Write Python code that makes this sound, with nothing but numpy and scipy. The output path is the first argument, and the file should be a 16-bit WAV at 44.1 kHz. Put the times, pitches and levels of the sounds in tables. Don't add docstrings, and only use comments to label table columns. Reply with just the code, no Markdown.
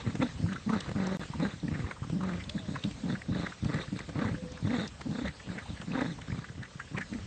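import sys
import numpy as np
from scipy import signal
from scipy.fft import rfft, irfft, next_fast_len
from scipy.io import wavfile
from scipy.ndimage import uniform_filter1d, map_coordinates

SR = 44100
rng = np.random.default_rng(int(sys.argv[2]) if len(sys.argv) > 2 else 0)


def output_pcm(signal):
    pcm = np.clip(np.atleast_2d(signal).T, -1, 1) * 32767
    wavfile.write(sys.argv[1], SR, np.round(pcm).astype(np.int16))


def attenuation_scalar(level_db):
    decades = np.asarray(level_db, float) / 20
    return 10 ** decades


N = 320166

# start_s, hold_s, opening_db, sag_over_hold_db, top_pitch_hz
STEADY_GROWLS = [
    (0.19, 0.044, -26, 0.5, 239.6),
    (0.659, 0.095, -28, 0, 214.5),
    (.95, 0.25, -28, 7, 204.3),
    (1.393, 0.059, -25.5, 3, 221.8),
    (2.12, 0.26, -27.5, 8.5, 201.6),
    (2.84, 0.033, -27, 4, 199),
    (4.64, 0.12, -29.5, 0, 250),
    (4.775, .06, -27.5, 7, 239.8),
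    (7.106, 0.043, -38, -4, 205),
]
# start_s, hold_s, opening_db, sag_over_hold_db, top_pitch_hz
HOARSE_GROWLS = [(.39, 0.1445, -29, 6, 180.2), (1.625, .25, -29.5, 11.5, 165),
                 (2.681, 0.065, -30.5, 5.5, 173.2), (3.03, 0.11, -29.5, 2, 189.2),
                 (3.28, .16, -29, 7.5, 187.4), (3.624, 0.077, -29.5, 5, 172.2),
                 (3.737, 0.0694, -25, 18.5, 200), (4.146, 0.1958, -32, 3, 200),
                 (5.052, 0.22, -30.5, 5, 222), (5.872, 0.15, -33, -3, 228), (6.035, .08, -29, 8, 205),
                 (5.461, 0.1141, -38.5, 3, 188.4), (4.417, 0.046, -33.5, 9.5, 188.7),
                 (6.273, 0.1, -42, -0.5, 156), (6.91, 0.0785, -41.5, -4, 185)]
# start_s, hold_s, opening_db, sag_over_hold_db, top_pitch_hz
GRUNTS = [(0.044, 0.041, -36.5, -6, 165), (0.141, 0.0055, -28, 3, 157.3), (0.85, 0.049, -52, -16, 151.5),
          (1.339, 0.039, -34.5, 3, 146.7), (2.038, 0.068, -40, 2.5, 163), (2.543, 0.011, -28.5, 1, 185.7),
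          (3.877, .015, -45.5, 1, 148.6), (3.916, .028, -29, 2.5, 167.7), (3.994, 0.048, -44, 8.5, 143.2),
          (4.075, 0.016, -38, 0, 166.4), (5.694, 0.013, -35, 0, 171.7), (6.569, 0.035, -45.5, -3.5, 145.5)]
# time_s, length_s, depth_db
CHOKES = [(.715, .006, 10), (1.085, .006, 5), (2.2, .008, 7), (4.69, .005, 7), (4.725, .005, 7),
          (4.776, .006, 9), (4.826, .006, 9), (5.082, .005, 7), (5.14, .008, 11), (5.172, .01, 11),
          (5.205, .008, 9), (5.235, .006, 7), (5.928, .005, 8), (5.972, .006, 8), (6.003, .006, 9),
          (6.04, .008, 10), (6.075, .005, 6), (1.67, .006, 9), (1.705, .005, 7), (3.075, .006, 6),
          (2.73, .008, 7)]
# time_s, depth_db
FLUTTER = [(0, 2), (1, 1), (2.4, 1.5), (3.7, 2.5), (4.3, 3.5), (4.75, 1), (5.1, 1.5), (6.1, 1.5), (6.25, 4),
           (7.26, 4)]
# peak_s, length_s, rasp_db, hiss_db
PUFFS = [(.005, 0.05, -42, -44), (0.086, 0.12, -43, -53), (0.223, 0.041, -29.5, -40),
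         (0.56, 0.19, -49.5, -55.5), (0.75, 0.14, -39.5, -48), (0.848, 0.2, -43, -55),
         (1.08, 0.3, -38.5, -49.5), (1.224, .08, -40, -48.5), (0.997, 0.1, -39, -54),
         (1.439, 0.093, -36.5, -44.5), (1.797, 0.29, -45.5, -60), (1.896, 0.095, -42.5, -56),
         (2.297, 0.24, -42.5, -53.5), (0.276, 0.16, -46, -52.5), (1.507, 0.11, -44, -48.5),
         (3.362, 0.057, -44, -52), (6.113, 0.061, -48, -48), (3.673, 0.049, -51, -52),
         (4.671, 0.05, -44, -48), (3.819, 0.05, -46, -42.5), (4.841, .09, -42.5, -45.5),
         (5.686, 0.11, -53, -51.5), (2.577, 0.086, -59, -50), (2.763, 0.31, -49.5, -52.5),
         (3.103, 0.11, -44, -47.5), (3.412, 0.25, -41.5, -45), (3.76, 0.25, -40, -49.5),
         (4.004, 0.15, -46, -53.5), (4.238, 0.22, -37, -50.5), (4.774, 0.22, -36, -42),
         (5.184, 0.19, -41.5, -46), (5.263, 0.05, -36.5, -45), (5.558, 0.27, -46, -55.5),
         (5.805, 0.16, -52, -65), (5.994, 0.2, -35, -47), (5.939, .08, -40, -46.5), (6.056, 0.15, -43, -44),
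         (6.347, 0.61, -51.5, -59), (6.665, 0.023, -62, -73), (6.984, 0.017, -33, -73.5),
         (7.199, 0.053, -50, -66.5)]
# centre_hz, width_hz, level_db
THROAT = [(119, 252, -3.5), (200, 193.6, 1), (294.3, 53.7, -2.5), (520, 29, -31)]
# centre_hz, width_hz, level_db
JAWS = [(380.4, 236, 3), (681, 367, 3.5), (915, 235, 4)]
# centre_hz, width_hz, level_db
MOUTH = [(467, 290, 2.5), (1200, 310, 3), (1600, 412, 3), (1997, 370, 3.5), (2606, 850, -4)]
# centre_hz, width_hz, level_db
TEETH = [(3400, 350, 9), (3970, 760, 10), (4570, 370, 8), (6360, 3840, -0.5)]
# time_s, peak_db, cavity_hz
SMACKS = [(0.16, -36, 740), (0.22, -26, 1254), (0.56, -25, 1420), (1.336, -25.5, 990), (.462, -33.5, 1100),
          (0.72, -30, 1300), (0.86, -32.5, 1100), (1.4085, -31.5, 1030), (1.843, -34, 1150),
          (2.293, -25.5, 1640), (3.716, -30, 1180), (5, -38, 710), (5.918, -30.5, 2500), (5.49, -36, 1600),
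          (6.951, -39.5, 1300), (1.912, -22, 1400), (1.91, -26.5, 2000), (2.0285, -32.5, 1200),
          (2.209, -29.5, 1150), (1.965, -36.5, 1200), (1.6, -38, 3800), (1.8, -33, 1970),
          (3.1, -28.5, 1600), (5.8, -37.5, 1700), (4.8, -36.5, 1600), (2.234, -25, 1150),
          (2.579, -32.5, 1740), (2.761, -22.5, 1190), (2.756, -23.5, 1730), (.693, -26.5, 1800),
          (5.66, -35, 880), (6.186, -33.5, 950), (3.153, -27, 1640), (3.348, -29.5, 1570),
          (3.465, -23, 1670), (3.653, -38, 1265), (3.7854, -27, 1770), (4.19, -28.5, 2000),
          (4.243, -26.5, 1073), (4.733, -31, 1950), (5.975, -27.5, 885), (6.006, -27.5, 1300),
          (3.098, -32, 1500), (3.521, -32, 1550), (5.4, -37.5, 1760), (6.302, -32, 1650), (6.326, -34, 950),
          (6.49, -36, 1700), (2.335, -31, 2000), (2.04, -34, 1150), (6.319, -30, 2050),
          (6.442, -31.5, 1550), (6.798, -23.5, 1630), (6.811, -33, 1600), (5.255, -28.5, 620),
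          (4.815, -30, 600), (3.812, -31.5, 1950), (3.835, -33.5, 1150), (3.878, -36, 1700),
          (5.985, -28, 1850), (6.058, -30, 1600), (6.652, -35, 1950), (.765, -31.5, 1250)]
# time_s, peak_db, cavity_hz
SQUELCHES = [(0.488, -31.5, 1620), (0.521, -28.5, 1590), (0.697, -22.5, 1050), (0.735, -23, 1266),
             (1.7433, -28.5, 1930), (3.7399, -26.5, 1960), (5.279, -27, 1935), (5.584, -25.5, 1870),
             (6.2165, -36.5, 1980), (6.631, -30, 1740), (6.974, -24, 2120), (7.133, -36, 1900),
             (4.345, -32.5, 1600), (2.403, -31, 2160), (6.955, -33, 1110), (5.77, -36, 1810),
             (7.012, -24, 1810)]
# time_s, peak_db, cavity_hz
TICKS = [
    (1.068, -30.5, 5960),
    (1.4, -31.5, 1200),
    (1.681, -29, 1940),
    (2.438, -34, 3487),
    (2.495, -24.5, 3350),
    (2.838, -20.5, 3330),
    (3.2174, -26.5, 2080),
    (3.991, -32.5, 1900),
    (4.704, -25, 1870),
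    (5.014, -38.5, 1550),
]
# time_s, peak_db, centre_hz
CRACKS = [(.53, -28.5, 2970), (0.805, -23.5, 3510), (2.495, -28, 4500), (2.826, -37.5, 3480),
          (2.91, -31.5, 2572), (3.41, -35.5, 3920), (3.969, -32, 3910), (3.989, -28.5, 2190),
          (5.012, -32.5, 2180), (3.646, -34, 2500), (6.215, -35.5, 3010), (4.519, -34.5, 5800),
          (4.574, -34, 1670), (4.876, -31, 5250), (5.813, -35, 2850), (6.39, -42.5, 3500)]
# time_s, peak_db, centre_hz
SNAPS = [(0.154, -30.5, 700), (1.398, -31, 900), (2.098, -31, 600), (3.645, -30, 1300), (3.742, -27, 1050),
         (3.990, -26, 1200), (4.877, -33, 3500), (5.009, -29, 950), (3.42, -32, 1200), (5.281, -31.5, 3300),
         (5.814, -36, 1800), (6.011, -25, 1700), (6.217, -34, 1600), (6.39, -33, 1200), (.893, -33, 900),
         (.957, -33, 1500), (6.631, -35.5, 3500), (6.983, -25, 1000), (7.135, -33.5, 2210),
         (4.097, -35, 1500)]
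# time_s, peak_db, pitch_hz
GULPS = [(0.074, -21.5, 110), (0.29, -39, 110), (0.888, -27, 125), (1.301, -29.5, 148), (1.537, -31, 152),
         (0.44, -20, 101.3), (.915, -30, 125), (1.72, -26, 90), (2.559, -28, 206), (3.134, -32, 113),
         (3.311, -22.5, 120), (3.654, -22.5, 113), (4.25, -24.5, 105), (4.312, -25.5, 106),
         (4.643, -25.5, 105), (4.651, -31, 100), (2.42, -38, 78), (1.841, -24.5, 80.5), (2.02, -26.5, 127),
         (1.8, -28, 120), (2.1, -25, 147), (5.089, -25.5, 153), (6.5, -33.5, 135), (2.939, -44, 57),
         (6.299, -27.5, 148), (6.324, -26.5, 115), (6.387, -27, 130), (5.8, -33.5, 170), (6.756, -34, 150),
         (4.626, -25.5, 140), (1.633, -26.5, 150), (5.5, -29.5, 150), (3.626, -28.5, 130),
         (3.749, -23.5, 160), (6.592, -31, 110), (6.947, -30, 120), (3.882, -35, 130), (4.16, -26, 150),
         (.952, -28, 150), (5.69, -32, 80)]
# time_s, peak_db, length_s
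BUMPS = [
    (0.153, -30.5, 0.02),
    (0.891, -29, 0.01),
    (0.914, -31, 0.015),
    (2.098, -31.5, 0.011),
    (4.091, -32, 0.018),
    (5.014, -30, 0.0087),
    (5.815, -29.5, 0.02),
    (6.183, -41, 0.028),
    (6.381, -42, 0.015),
    (6.977, -38.5, 0.018),
]
# time_s, pitch_hz, level_db
DOVE = [
    [(2.47, 520, -62), (2.51, 605, -52), (2.57, 672, -59), (2.66, 615, -54), (2.77, 597, -58)],
    [(2.97, 500.4, -76), (3.02, 516, -54), (3.2, 526, -64.5)],
    [(3.7, 515, -68), (3.78, 520, -47), (3.85, 518, -55.5)],
    [(4.37, 515, -50.5), (4.4, 508, -48), (4.435, 513, -55), (4.46, 501, -47.5), (4.54, 505, -54),
     (4.59, 493, -55)],
]
# frequency_hz, level_db_per_hz
HUM_COLOUR = [(15, -42.5), (25, -19), (65, 3), (180, -2), (286, -9.5), (365, -16.5), (513, -19),
              (1040, -20), (1960, -26), (2330, -22), (3520, -22), (8460, -30), (11000, -31.5),
              (18600, -120)]
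# time_s, level_db
HUM_LEVEL = [(0, -45), (.6, -47), (1.3, -45), (2, -47.5), (2.5, -47), (2.95, -45), (3.25, -47.5),
             (3.6, -46.5), (3.9, -47), (4.45, -46.5), (4.95, -48.5), (5.4, -47), (5.75, -47), (6.2, -47),
             (6.7, -49.5), (7.26, -47.5)]

SLACK_ROUGHNESS = 0.9
CATCH_LAG_S = 0.004946


def unit(x):
    return x / np.sqrt(np.mean(x ** 2) + 1e-20)


def curves(rows):
    time_s, *columns = np.transpose(rows)
    return [np.interp(np.arange(N) / SR, time_s, column) for column in columns]


def control_times():
    return np.arange(0, N / SR + 0.002, 0.001)


def wobble(rate):
    points = rng.standard_normal(int(N * rate / SR) + 4)
    return map_coordinates(points, [np.arange(N) * rate / SR])


def filtered(x, response):
    m = next_fast_len(N + SR // 2)
    return irfft(rfft(x, m) * response(np.fft.rfftfreq(m, 1 / SR)), m)[..., :N]


def resonances(modes):
    def response(f):
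        total = 0
        for k, (centre, width, db) in enumerate(modes):
            ring = 1j * f * width / (centre * centre - f * f + 1j * f * width)
            total = total + (-1) ** k * attenuation_scalar(db) * ring
        return total
    return response


def evened(x, span):
    return x / np.sqrt(np.abs(uniform_filter1d(x ** 2, int(span * SR))) + 1e-12)


def patchy(depth_db, hz_bins, frames, size):
    z = signal.stft(rng.standard_normal(N + size), nperseg=size)[2]
    field = uniform_filter1d(rng.standard_normal(z.shape), hz_bins, 0)
    field = uniform_filter1d(field, frames, 1)
    return signal.istft(z * attenuation_scalar(depth_db * unit(field)), nperseg=size)[1][:N]


def growl():
    voice_db, pitch_hz, rough = folds()
    rasp_db, hiss_db = breath()
    flutter_hz = 31 + 3 * wobble(8)
    flap_db = curves(FLUTTER)[0] * np.sin(2 * np.pi * np.cumsum(flutter_hz) / SR) + chokes()
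    voice_db = voice_db + flap_db
    rasp_db = rasp_db + 0.8 * flap_db
    hiss_db = hiss_db + 0.4 * flap_db

    cycles = np.cumsum(pitch_hz * np.exp(0.33 * rough * wobble(110))) / SR
    growls = STEADY_GROWLS + HOARSE_GROWLS + GRUNTS
    starts = np.sort([round((g[0] + CATCH_LAG_S) * SR) for g in growls])
    call = np.clip(np.searchsorted(starts - 300, np.arange(N)) - 1, 0, None)
    cycles = cycles - cycles[starts][call] + 0.1
    beat = np.floor(cycles).astype(int)

    luck = np.tanh(0.7 * rng.standard_normal((60, 200)))[call, beat]
    luck[beat <= 0] = 0.6
    size = attenuation_scalar(rough * (9 * luck - 5 * (beat % 2)) + 2.5 * luck)
    closing = np.cos(2 * np.pi * (cycles - 0.5)) - 1

    slap = size * np.exp(3 * closing)
    voice = evened(filtered(slap, lambda f: resonances(THROAT)(f) * f / (f - 70j)), span=0.04)
    jaw_ring = evened(filtered(size * np.exp(14 * closing), lambda f: resonances(JAWS)(f) ** 2), span=0.38)
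    buzz = evened(filtered(size * np.exp(90 * closing), lambda f: resonances(MOUTH[1:])(f) ** 2), span=0.1)
    voiced = np.clip((voice_db + 52) / 14, 0, 1)

    gate = 1.4 + unit(slap) * np.clip((voice_db + 55) / 15, 0, 1)
    lip_air = gate * patchy(3.6, 3, 5, size=256)
    teeth_air = (gate + 1) * patchy(3.8, 3, 5, size=256)

    def cheek(f):
        return 1 - 0.45 * resonances([(2850, 120, 0)])(f)

    rasp = evened(filtered(lip_air, lambda f: resonances(MOUTH)(f) ** 2 * cheek(f)), span=0.081)
    hiss = evened(filtered(teeth_air, lambda f: resonances(TEETH)(f) ** 2 * cheek(f)), span=0.77)
    tone = attenuation_scalar(voice_db) * voice + attenuation_scalar(0.64 * rasp_db + 0.56 * voice_db) * jaw_ring
    air = attenuation_scalar(rasp_db - 4.0) * (rasp - attenuation_scalar(-9) * voiced * buzz) + attenuation_scalar(hiss_db - 4.5) * hiss
    return air - tone


def folds():
    catch_db_per_s, release_db_per_s = 2500, 395
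    bloom_db, bloom_s = 6, 0.0073
    slack_hz, rise_s, fall_s, sag_hz_per_db = 165, 0.09, 0.055, 3.5
    opening_rough, settle_s = 0.3, 0.03
    t = control_times()
    groups = [(STEADY_GROWLS, 0.25), (HOARSE_GROWLS, 0.55), (GRUNTS, SLACK_ROUGHNESS)]
    rows = [(*g, roughness) for table, roughness in groups for g in table]
    start, hold, open_db, sag_db, top_hz, settled = np.transpose(rows)[..., None]
    since = t - start - CATCH_LAG_S
    sag = sag_db * np.clip(since / hold, 0, 1)

    level = open_db - sag
    level = level + catch_db_per_s * np.minimum(since, 0)
    level = level - release_db_per_s * np.maximum(since - hold, 0)
    level = level - bloom_db * np.exp(-np.abs(since) / bloom_s)

    climb = since / np.minimum(rise_s, 0.599 * hold)
    arch = np.clip(np.minimum(climb, 1 - (since - hold) / fall_s), 0, 1)
    pitch = np.minimum(slack_hz, top_hz) + arch * np.maximum(top_hz - slack_hz, 0)
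    pitch = pitch - sag_hz_per_db * sag

    loosening = np.maximum(np.exp(-(since / settle_s) ** 2), (1 - arch) * (since > hold))
    rough = settled + np.minimum(opening_rough, SLACK_ROUGHNESS - settled) * loosening
    lead = level.argmax(axis=0), np.arange(len(t))
    return curves(np.transpose([t, level[lead], pitch[lead], rough[lead]]))


def breath():
    drop_db, edge = 17.5, 2.5
    t = control_times()
    peak, length, rasp_db, hiss_db = np.transpose(PUFFS)[..., None]

    def puffs(db, pant_db, lag_s):
        away = np.abs((t - peak - lag_s) / (length * 0.5))
        return np.maximum((db - drop_db * away ** edge).max(axis=0), pant_db)

    return curves(np.transpose([t, puffs(rasp_db, -55.5, 0), puffs(hiss_db, -69.5, 0.005)]))


def chokes():
    t = control_times()
    time_s, length, depth_db = np.transpose(CHOKES)[..., None]
    dip_db = -(depth_db * np.exp(-((t - time_s) / length) ** 2)).sum(axis=0)
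    return curves(np.transpose([t, dip_db]))[0]


def smacks():
    lead_share, click_top_hz = 0.45, 2000
    # table, length in s, click level in dB
    kinds = [(SMACKS, 0.016, -18.5), (SQUELCHES, 0.038, -16), (TICKS, 0.0085, -14.5),
             (CRACKS, 0.012, -2.5), (SNAPS, 0.005, -6)]
    rows = [(*event, length, click_db) for table, length, click_db in kinds for event in table]
    out, t = np.zeros(N + SR), np.arange(SR // 8) / SR
    since = t - 0.03
    noises = rng.standard_normal((len(rows), 2, len(t)))
    for (time_s, db, hz, length, click_db), (burst, click) in zip(rows, noises):
        pace = length / 3.58 * np.where(since < 0, lead_share, 1)
        shape = np.exp(-np.hypot(since, 0.002) / pace)
        ring = t * np.sin(2 * np.pi * hz * t) * np.exp(-np.pi * 0.35 * hz * t)
        wet = signal.fftconvolve(burst, ring)[:len(t)]
        dull = np.exp(-2 * np.pi * max(click_top_hz, hz) * t[:64])
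        click = np.convolve(np.convolve(click, dull), dull)
        click = np.diff(click)[:len(t)]
        puff = shape * (unit(wet) + attenuation_scalar(click_db) * unit(click))
        out[round(time_s * SR):][:len(t)] += attenuation_scalar(db - 4.5) * puff / np.abs(puff).max()
    return out[round(0.029 * SR):][:N]


def gulps():
    out, t = np.zeros(N + SR), np.arange(SR // 20) / SR
    for time_s, db, hz in GULPS:
        shape = np.exp(-0.9 * hz * t) * (1 - np.exp(-t / 0.00028))
        out[round(time_s * SR):][:len(t)] += attenuation_scalar(db + 4.5) * np.sin(2 * np.pi * hz * t) * shape
    return out[:N]


def bumps():
    out, t = np.zeros(N + SR), np.arange(SR // 10) / SR
    for (time_s, db, length), puff in zip(BUMPS, rng.standard_normal((len(BUMPS), len(t)))):
        out[round(time_s * SR):][:len(t)] += attenuation_scalar(db + 12.5) * puff * np.exp(-2.5 * t / length)
    return filtered(out[:N], resonances([(410, 170, -1.0), (1520, 1720, -14.0)]))


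def yard(x):
    t = np.arange(SR // 5) / SR
    tail = rng.standard_normal(len(t)) * attenuation_scalar(-60 * t / 0.13) * (t > 0.004)
    return x + attenuation_scalar(-17) * signal.fftconvolve(x, tail / np.linalg.norm(tail))[:N]


def sounding(calls, rise, fall):
    t = np.arange(N) / SR
    fades = []
    for call in calls:
        first, last = call[0][0], call[-1][0]
        fades.append(np.interp(t, [first - rise, first, last, last + fall], [0, 1, 1, 0]))
    return np.max(fades, axis=0)


def dove():
    pitch_hz, level_db = curves(sum(DOVE, []))
    tone = np.sin(2 * np.pi * np.cumsum(pitch_hz + 6 * wobble(30)) / SR)
    level = np.sqrt(2) * attenuation_scalar(level_db + 1.2 * wobble(12) - 1)
    return level * sounding(DOVE, rise=0.023, fall=0.03) * tone


def hum():
    hz, db = np.transpose(HUM_COLOUR)
    noise = patchy(2.32, 8, 10, size=512)
    noise = filtered(noise, lambda f: attenuation_scalar(np.interp(np.log(f + 1), np.log(hz + 1), db)))
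    return attenuation_scalar(curves(HUM_LEVEL)[0] + 0.6 * wobble(6.6)) * unit(noise)


def scene():
    low_cut_hz = 60
    dogs = growl() + smacks() + bumps() + gulps()
    dogs = filtered(dogs, lambda f: (f / (f - 1j * low_cut_hz)) ** 2)
    return (yard(dogs) + dove() + hum())[None]


def band_limit(x):
    return signal.sosfilt(signal.butter(12, 14000, fs=SR, output="sos"), x)


def record(dry):
    top_hz, lost_from_s, lost_to_s = 8620, 1.1713, 1.1945
    t = np.arange(N) / SR
    kept = filtered(dry, lambda hz: hz < top_hz) * ((t < lost_from_s) | (t > lost_to_s))
    kept = kept + attenuation_scalar(-67.5) * filtered(rng.standard_normal(kept.shape), lambda hz: hz < top_hz)
    stray = filtered(rng.standard_normal(N), lambda hz: (hz > 10000) & (hz < 12700))
    kept = kept + attenuation_scalar(-98 + 6 * wobble(22)) * stray
    return band_limit(kept)


dry = scene()
out = record(dry)
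output_pcm(out)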